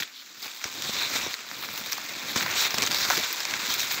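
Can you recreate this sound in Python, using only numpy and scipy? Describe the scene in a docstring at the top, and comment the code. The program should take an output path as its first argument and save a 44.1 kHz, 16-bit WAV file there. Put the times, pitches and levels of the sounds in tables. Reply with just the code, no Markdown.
"""Pushing through ripening corn

Someone moves slowly through a cornfield, one microphone close in among the plants. Leaves slide over
each other and over clothing in a dense run of tiny slips; dry blades and husks crackle and snap, and now
and then a leaf edge rasps along a stalk with a narrow ring. Underneath are the shuffle of legs, soft
footfalls and bumps on the stalks, and the faint hiss of plants farther off."""
import sys
import numpy as np
from scipy import signal
from scipy.fft import rfft, irfft
from scipy.io import wavfile
from scipy.ndimage import uniform_filter1d

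SR = 44100
rng = np.random.default_rng(int(sys.argv[2]) if len(sys.argv) > 2 else 0)


def put_to_file(sound):
    """Save the sound as 16-bit audio at rate SR, in the file named by the first command-line argument."""
    columns = np.atleast_2d(sound).T  # one column per channel
    safe = np.clip(columns, -1, 1)
    whole_steps = np.round(safe * 32767)
    wavfile.write(sys.argv[1], SR, whole_steps.astype(np.int16))


N = 176400
TIME = np.arange(N) / SR

# hiss of the distant plants: (frequency [Hz], gain [dB])
FIELD_SPECTRUM = [(100, -18), (280, -2.5), (450, -18), (800, -23), (1250, -17), (2100, -15), (3000, -6),
                  (3700, 0), (7400, -5), (9300, -36), (15500, -16)]
# push of legs and clothing: (time [s], level before trim [dB])
SHUFFLE_LEVELS = [(0.0, -48), (0.09, -66), (0.18, -80), (0.26, -63), (0.35, -60), (0.46, -58), (0.6, -68),
                  (0.68, -53), (0.8, -48.5), (0.9, -47), (1.2, -45), (1.4, -56), (1.65, -50), (1.95, -48),
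                  (2.07, -52.5), (2.3, -46.5), (2.4, -41.5), (2.55, -45), (2.7, -47.5), (2.82, -38.5),
                  (3.05, -44.5), (3.17, -41), (3.22, -45), (3.35, -56.5), (3.53, -45), (3.68, -50),
                  (3.82, -46), (4.0, -49)]
# tone of that rubbing: (frequency [Hz], gain [dB])
SHUFFLE_SPECTRUM = [(25, -35), (45, -14), (68, -7.5), (110, -0.5), (170, -1), (270, 1.5), (450, -4.5),
                    (700, -4), (1500, -28)]
# footfalls and bumps on stalks: (time [s], level [dB], decay [s])
THUD_EVENTS = [(0.459, -48.5, 0.01), (0.651, -38.5, 0.0066), (0.893, -32, 0.0049), (1.153, -37.5, 0.019),
               (1.264, -33, 0.0066), (2.36, -26.5, 0.0066), (2.741, -30, 0.0035), (2.784, -34, 0.0069),
               (2.823, -34, 0.0085), (3.177, -30, 0.0051)]
# dull tone of soil and stalks: (frequency [Hz], gain [dB])
THUD_SPECTRUM = [(30, -50), (48, -14), (75, -18), (120, -4.5), (260, -2), (450, -5), (1100, -16),
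                 (2200, -34), (6000, -67)]
# leaf edges on stalks: (time [s], length [s], level [dB], ring [Hz], ring width [Hz])
RASP_EVENTS = [(0.116, 0.13, -48, 3870, 1400), (0.87, 0.039, -37, 3640, 700), (0.945, 0.16, -33, 3890, 700),
               (1.204, 0.087, -40.5, 5770, 900), (2.393, 0.23, -41, 1960, 900),
               (2.567, 0.15, -36, 4000, 800), (2.908, 0.164, -33, 4760, 1500),
               (3.106, 0.044, -31, 1310, 1110)]
# blades and husks breaking, plus one sharp knock at 2.359 s, band levels before trim and tone: (time [s], low
# [dB], middle [dB], treble [dB], top [dB], decay [s])
SNAP_EVENTS = [(.001, -52, -27, -45, -38, 0.0062), (0.0225, -57, -23, -46, -48, 0.0023),
               (.031, -56, -27, -37, -43, 0.0017), (.426, -48, -44, -33, -42, 0.0071),
               (0.6411, -32.5, -27.5, -25, -39, 0.0015), (0.822, -40, -37, -25.5, -37, 0.0017),
               (1.160, -32, -40, -26, -43, 0.00058), (1.3407, -57, -26, -29.5, -38, 0.0013),
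               (1.5139, -35, -34, -37, -58, .0006), (1.6367, -32.5, -33.5, -47, -46, .0015),
               (1.6876, -38, -32, -49, -52, .0012), (1.7764, -45, -37, -31.5, -35, 0.0037),
               (1.8604, -42, -39, -31, -43, 0.0028), (1.917, -52, -44, -34, -32, 0.006),
               (1.9221, -41, -27.5, -27, -28, .0018), (1.9302, -45, -31.5, -25, -33, 0.0014),
               (1.9786, -43, -47, -32, -38, 0.0014), (1.9818, -30, -40, -38, -48, 0.0014),
               (2.359, -27, -28.5, -26, -34, 0.0046), (2.41, -47, -22.5, -42, -46, .0006),
               (2.427, -42, -25, -28, -41, .0016), (2.4631, -25.5, -28, -32, -51, 0.00061),
               (2.539, -47, -25, -41, -40, 0.001), (2.7066, -40, -31, -27, -45, 0.0016),
               (2.7428, -31, -28, -23.5, -34, 0.002), (2.7783, -30, -36, -31, -44, 0.00065),
               (2.7831, -33, -27, -19, -33, 0.0019), (2.8213, -36, -24.5, -19.5, -35, 0.0015),
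               (2.8278, -35, -27.5, -20.5, -34, .002), (2.8365, -36, -31, -22.5, -43, 0.0012),
               (2.864, -42, -36, -22.5, -41, 0.0036), (2.873, -46, -24, -29, -42, .0012),
               (2.875, -37, -26, -25, -42, 0.0019), (2.911, -31, -35, -24, -40, .0012),
               (2.9166, -37, -40, -22.5, -46, .0005), (2.946, -35, -33, -21.5, -33, .0012),
               (3.051, -30.5, -35, -25, -40, .0006), (3.1014, -18, -25, -21, -28, 0.00076),
               (3.1072, -17, -28, -26, -34, 0.00073), (3.1707, -42, -25, -28, -32, 0.0013),
               (3.1763, -39, -27, -24.5, -33, 0.0012), (3.328, -46, -42, -29, -25.5, 0.0012),
               (3.4034, -34, -36, -27.5, -39, 0.0033), (3.4523, -30, -44, -22.5, -46, 0.001),
               (3.5098, -47, -30, -26.5, -47, 0.002), (3.5383, -62, -19, -32, -47, 0.0011),
               (3.7396, -44, -46, -23, -27, 0.0018), (3.795, -48, -31, -25, -35, 0.0022),
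               (3.803, -50, -35, -23.5, -39, .003), (3.832, -43, -30, -36, -32, 0.0011)]
# the four bands of a snap: (lower edge [Hz], upper edge [Hz])
SNAP_BAND_EDGES = [(700, 1500), (1500, 3000), (3000, 6800), (13000, 15800)]
# colour the microphone lends every snap, dipping near 3 kHz and 9-11.5 kHz: (frequency [Hz], gain [dB])
SNAP_SPECTRUM = [(100, -2), (2400, -1), (2950, -7), (3700, -0.5), (7300, 0.5), (9000, -4.5),
                 (11500, -1), (13000, 0)]
# leaves sliding at the microphone, levels before trim: (time [s], middle [dB], treble [dB], top [dB])
LEAF_LEVELS = [(0.0, -41, -30.5, -42), (0.032, -46, -40.5, -44.0), (0.052, -49.5, -45, -61),
               (0.11, -51, -59, -61), (0.16, -52.5, -52, -57), (0.37, -51.5, -48.5, -58.5),
               (0.425, -47.5, -40.5, -50), (0.465, -37.5, -38, -45), (0.52, -48.5, -42.0, -54.5),
               (0.62, -45, -42.5, -51), (0.66, -40.5, -35, -48), (0.7, -45.5, -39, -52),
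               (0.82, -41.5, -37.5, -48.5), (0.88, -39, -32, -43), (1.03, -33.5, -31.5, -44),
               (1.105, -38, -34.5, -45.5), (1.16, -31.5, -29, -38.5), (1.205, -34, -32, -42.5),
               (1.25, -35, -35, -44), (1.315, -37.5, -35.5, -50), (1.333, -41.5, -37, -49),
               (1.37, -44, -41.5, -54), (1.46, -45, -43.5, -56), (1.6, -40.5, -38.5, -46),
               (1.8, -40.5, -38.5, -45.5), (1.93, -40.5, -36, -47), (2.0, -40.5, -39.5, -49.5),
               (2.26, -38.5, -38, -47.5), (2.31, -36.5, -33, -38), (2.342, -43, -38, -47),
               (2.378, -30.5, -26, -39), (2.46, -35, -36, -44), (2.54, -32.5, -31, -45.0),
               (2.58, -32.5, -25.5, -37.5), (2.67, -30.5, -28, -36), (2.692, -36, -36, -46),
               (2.76, -36, -32.5, -42.5), (2.8, -32.5, -33.5, -45), (2.865, -33.5, -29.5, -40.5),
               (2.893, -37, -34.5, -46), (2.925, -32.5, -30, -41.5), (3.01, -31.5, -29, -36.5),
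               (3.08, -33.5, -29.5, -38.5), (3.13, -31.5, -28.5, -36.5), (3.21, -33.5, -30, -40),
               (3.26, -34, -30, -43), (3.35, -37.5, -35, -45.5), (3.47, -37, -35, -46.0),
               (3.55, -36, -33.5, -45), (3.59, -35, -34.5, -47), (3.72, -34, -28.5, -38.5),
               (3.77, -34, -33, -44.0), (3.8, -35.5, -28, -36.5), (3.86, -35, -32, -43),
               (3.94, -35, -31, -36), (4.0, -35, -34.5, -48)]
# tone of the leaves before their three bands are levelled: (frequency [Hz], gain [dB])
LEAF_SPECTRUM = [(200, -26.5), (320, -8.5), (480, -10.5), (680, -9), (950, -3.5), (1300, -2), (1600, -1),
                 (1900, -1.5), (2350, 1.5), (2950, -5), (3750, 2.5), (4600, -1), (5800, -3.5), (7100, -4.5),
                 (8000, -11), (9300, -26.5), (10200, -25), (11400, -28), (12600, -17), (14200, -12),
                 (15400, -11)]

BASE_SLIPS_PER_S, SLIP_SPREAD_DB, SLIP_COLOUR_DB = 2500, 3, 3.5
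SCATTER_DB, SCATTER_S = -8.5, 0.0012
SHUFFLE_TRIM_DB, SHUFFLE_FIRM_DB, SHUFFLE_BASS_HZ = -0.5, -45.5, 176
SNAP_TRIM_DB, SNAP_TAIL_DB, SNAP_TAIL_S, SNAP_RING_DB = -0.5, -21, 0.007, 4
MIDDLE_TRIM_DB, TREBLE_TRIM_DB, TOP_TRIM_DB = 0.14, -0.49, 2
CROWD_ABOVE_DB, THIN_BELOW_DB, LEAF_BODY_HZ, FRICTION_HISS_DB = -35, -46.5, 1130, -2


def from_db(db):
    """Decibels to gain."""
    return 10 ** (np.asarray(db) / 20)


def rms_one(x):
    """Scale to rms 1."""
    return x / np.sqrt(np.mean(x ** 2) + 1e-20)


def in_time(rows):
    """Join rows by straight lines, one curve per column."""
    times, *columns = np.transpose(rows)
    return [np.interp(TIME, times, column) for column in columns]


def drift(hz):
    """Smooth random wander of rms 1, mostly slower than hz."""
    hop, settle = 40, 2000
    pole = np.exp(-2 * np.pi * hz * hop / SR)
    noise = rng.standard_normal(N // hop + settle + 2)
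    slow = signal.lfilter([1], [1, -2 * pole, pole * pole], noise)[settle:]
    return np.interp(np.arange(N) / hop, np.arange(len(slow)), rms_one(slow))


def band(x, low, high):
    """Gentle causal band-pass."""
    sos = signal.butter(2, [low, min(high, SR / 2 - 1)], "band", fs=SR, output="sos")
    return signal.sosfilt(sos, x)


def zone(x, low, high):
    """Keep only what lies between two frequencies."""
    hz = np.arange(N // 2 + 1) * SR / N
    return irfft(rfft(x) * ((hz >= low) & (hz < high)), N)


def coloured(x, spectrum):
    """Minimum-phase filter that follows rows of (frequency [Hz], gain [dB])."""
    hz, db = np.transpose(spectrum)
    n = len(x)
    grid = np.maximum(np.arange(n + 1) * SR / (2 * n), 1)
    gain = from_db(np.interp(np.log(grid), np.log(hz), db))
    cepstrum = irfft(np.log(gain))
    cepstrum[1:n] *= 2
    cepstrum[n + 1:] = 0
    return irfft(rfft(x, 2 * n) * np.exp(rfft(cepstrum)))[:n]


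def evened(x, smooth_hz=700):
    """Level the spectrum of a short burst, so that it cracks as one."""
    step_hz = SR / len(x)
    power = uniform_filter1d(np.abs(rfft(x)) ** 2, int(smooth_hz / step_hz))[1:]
    hz = step_hz * np.arange(1, len(power) + 1)
    return coloured(x, np.transpose([hz, -10 * np.log10(power)]))


def add(out, at, sound):
    """Mix a sound in at a time in seconds."""
    start = max(int(at * SR), 0)
    out[start:start + len(sound)] += sound[:max(N - start, 0)]


def slips(crowding=1):
    """Random stick-slip clicks of steady mean power: many small, a few large."""
    sizes = from_db(SLIP_SPREAD_DB * np.minimum(rng.exponential(1, N), 5)) * rng.choice([-1, 1], N)
    slipping = rng.random(N) < crowding * BASE_SLIPS_PER_S / SR
    return sizes * slipping / np.sqrt(crowding)


def scattered(clicks):
    """Reflections off the plants round the microphone give each click a brief diffuse tail."""
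    pole = np.exp(-2 / (SCATTER_S * SR))
    tail_power = signal.lfilter([1 - pole], [1, -pole], clicks ** 2 + 1e-18)
    return clicks + from_db(SCATTER_DB) * rng.standard_normal(N) * np.sqrt(tail_power)


def distant_field(level_db=-51.5):
    """Faint, even hiss of the plants farther from the microphone."""
    hiss = band(rng.standard_normal(N), 140, 13000)
    return from_db(level_db) * rms_one(coloured(hiss, FIELD_SPECTRUM))


def leg_shuffle():
    """Lumpy low rubbing of legs, clothing and bending leaves; a light touch has little bass."""
    level_db, = in_time(SHUFFLE_LEVELS)
    friction = rms_one(slips()) + rng.standard_normal(N)
    flutter = from_db(3 * drift(hz=30))
    rub = rms_one(coloured(friction * flutter, SHUFFLE_SPECTRUM))
    bass_gain = from_db(0.46 * np.minimum(level_db - SHUFFLE_FIRM_DB, 0))
    rub += (bass_gain - 1) * zone(rub, 0, SHUFFLE_BASS_HZ)
    return from_db(level_db + SHUFFLE_TRIM_DB) * rub


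def thuds(rise_s=0.0003):
    """Footfalls on soil and bumps on stalks: dull pushes that die quickly."""
    out, t = np.zeros(N), TIME[:SR // 10]
    dull = coloured(rng.standard_normal(N), THUD_SPECTRUM)
    for at, db, decay in THUD_EVENTS:
        envelope = (1 - np.exp(-t / rise_s)) * np.exp(-t / decay)
        push = dull[int(at * SR):][:len(t)] * envelope
        power = np.sum(push ** 2) / (decay * SR)
        add(out, at, from_db(db) * push / np.sqrt(power))
    return out


def edge_rasps(fade_db=3):
    """A leaf edge drags along a stalk: a run of slips swells and fades in one resonance of the blade."""
    out, clicks = np.zeros(N), slips()
    for at, length, db, hz, width in RASP_EVENTS:
        ring = band(clicks, hz - width / 2, hz + width / 2)
        ring = ring[int(at * SR):][:int(length * SR)]
        swell = signal.windows.tukey(len(ring), 0.5)
        fade = from_db(np.linspace(0, -fade_db, len(ring)))
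        add(out, at, from_db(db) * rms_one(ring * swell * fade))
    return out


def husk_snaps():
    """A dry blade or husk breaks close by: a broad crack, a burst of tearing fibres and a faint tail."""
    out, t = np.zeros(N), TIME[:SR // 20]
    onset = int(0.003 * SR)  # band levels are set over the first 3 ms
    for at, *levels_db, decay in SNAP_EVENTS:
        envelope = np.exp(-t / decay) + from_db(SNAP_TAIL_DB) * np.exp(-t / SNAP_TAIL_S)
        tear = rng.standard_normal(len(t)) * envelope
        tear[0] += 2.5  # the opening crack
        tear = evened(tear)
        ring_hz = rng.uniform(2200, 6500)  # every blade has a ring of its own
        tear += from_db(SNAP_RING_DB) * band(tear, 0.87 * ring_hz, 1.13 * ring_hz)
        for k, ((low, high), db) in enumerate(zip(SNAP_BAND_EDGES, levels_db)):
            part = (-1) ** k * band(tear, low, high)  # alternating signs join the bands without gaps
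            add(out, at, from_db(db + SNAP_TRIM_DB) * part / np.std(part[:onset]))
    return coloured(out, SNAP_SPECTRUM)


def leaf_friction(crowding):
    """Each slip rings the blade with its own colour, over the hiss of finer friction."""
    out, clicks = np.zeros(N), slips(crowding)
    edges_hz = np.geomspace(300, 17000, 15)
    for low, high in zip(edges_hz, edges_hz[1:]):
        colour = from_db(SLIP_COLOUR_DB * np.clip(rng.standard_normal(N), -2, 2))
        grains = rms_one(scattered(clicks * colour * rng.choice([-1, 1], N)))
        flicker_db = 1.2 * drift(hz=30)
        wander_db = 0.93 * drift(hz=12)  # one leaf after another takes the lead
        hiss = from_db(FRICTION_HISS_DB) * rng.standard_normal(N)
        out += from_db(flicker_db + wander_db) * band(grains + hiss, low, high)
    return out


def sliding_leaves():
    """Leaves slide right at the microphone: a hard push crowds the slips, light contact sounds thin."""
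    middle_db, treble_db, top_db = in_time(LEAF_LEVELS)
    crowding = from_db(0.99 * np.maximum(treble_db - CROWD_ABOVE_DB, 0))
    friction = leaf_friction(crowding)
    flutter = from_db(drift(hz=38))
    leaves = coloured(friction * flutter, LEAF_SPECTRUM)
    middle = rms_one(zone(leaves, 200, 2900))
    treble = rms_one(zone(leaves, 2900, 9500))
    top = rms_one(zone(leaves, 9500, 17000))
    body_gain = from_db(0.85 * np.minimum(middle_db - THIN_BELOW_DB, 0))
    middle += (body_gain - 1) * zone(middle, 0, LEAF_BODY_HZ)
    return (middle * from_db(middle_db + MIDDLE_TRIM_DB)
            + treble * from_db(treble_db + TREBLE_TRIM_DB)
            + top * from_db(top_db + TOP_TRIM_DB))


def scene():
    """Everything as heard at one microphone among the plants."""
    close_plants = sliding_leaves() + husk_snaps() + edge_rasps()
    return (close_plants + thuds() + leg_shuffle() + distant_field())[None]


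def record(dry, low_cut_hz=46, high_cut_hz=15650):
    """The microphone drops the deepest bass, and the top is cut steeply."""
    low_cut = signal.butter(3, low_cut_hz, "high", fs=SR, output="sos")
    high_cut = signal.ellip(12, 0.1, 80, high_cut_hz, fs=SR, output="sos")
    return signal.sosfilt(high_cut, signal.sosfilt(low_cut, dry))


dry = scene()
out = record(dry)
put_to_file(out)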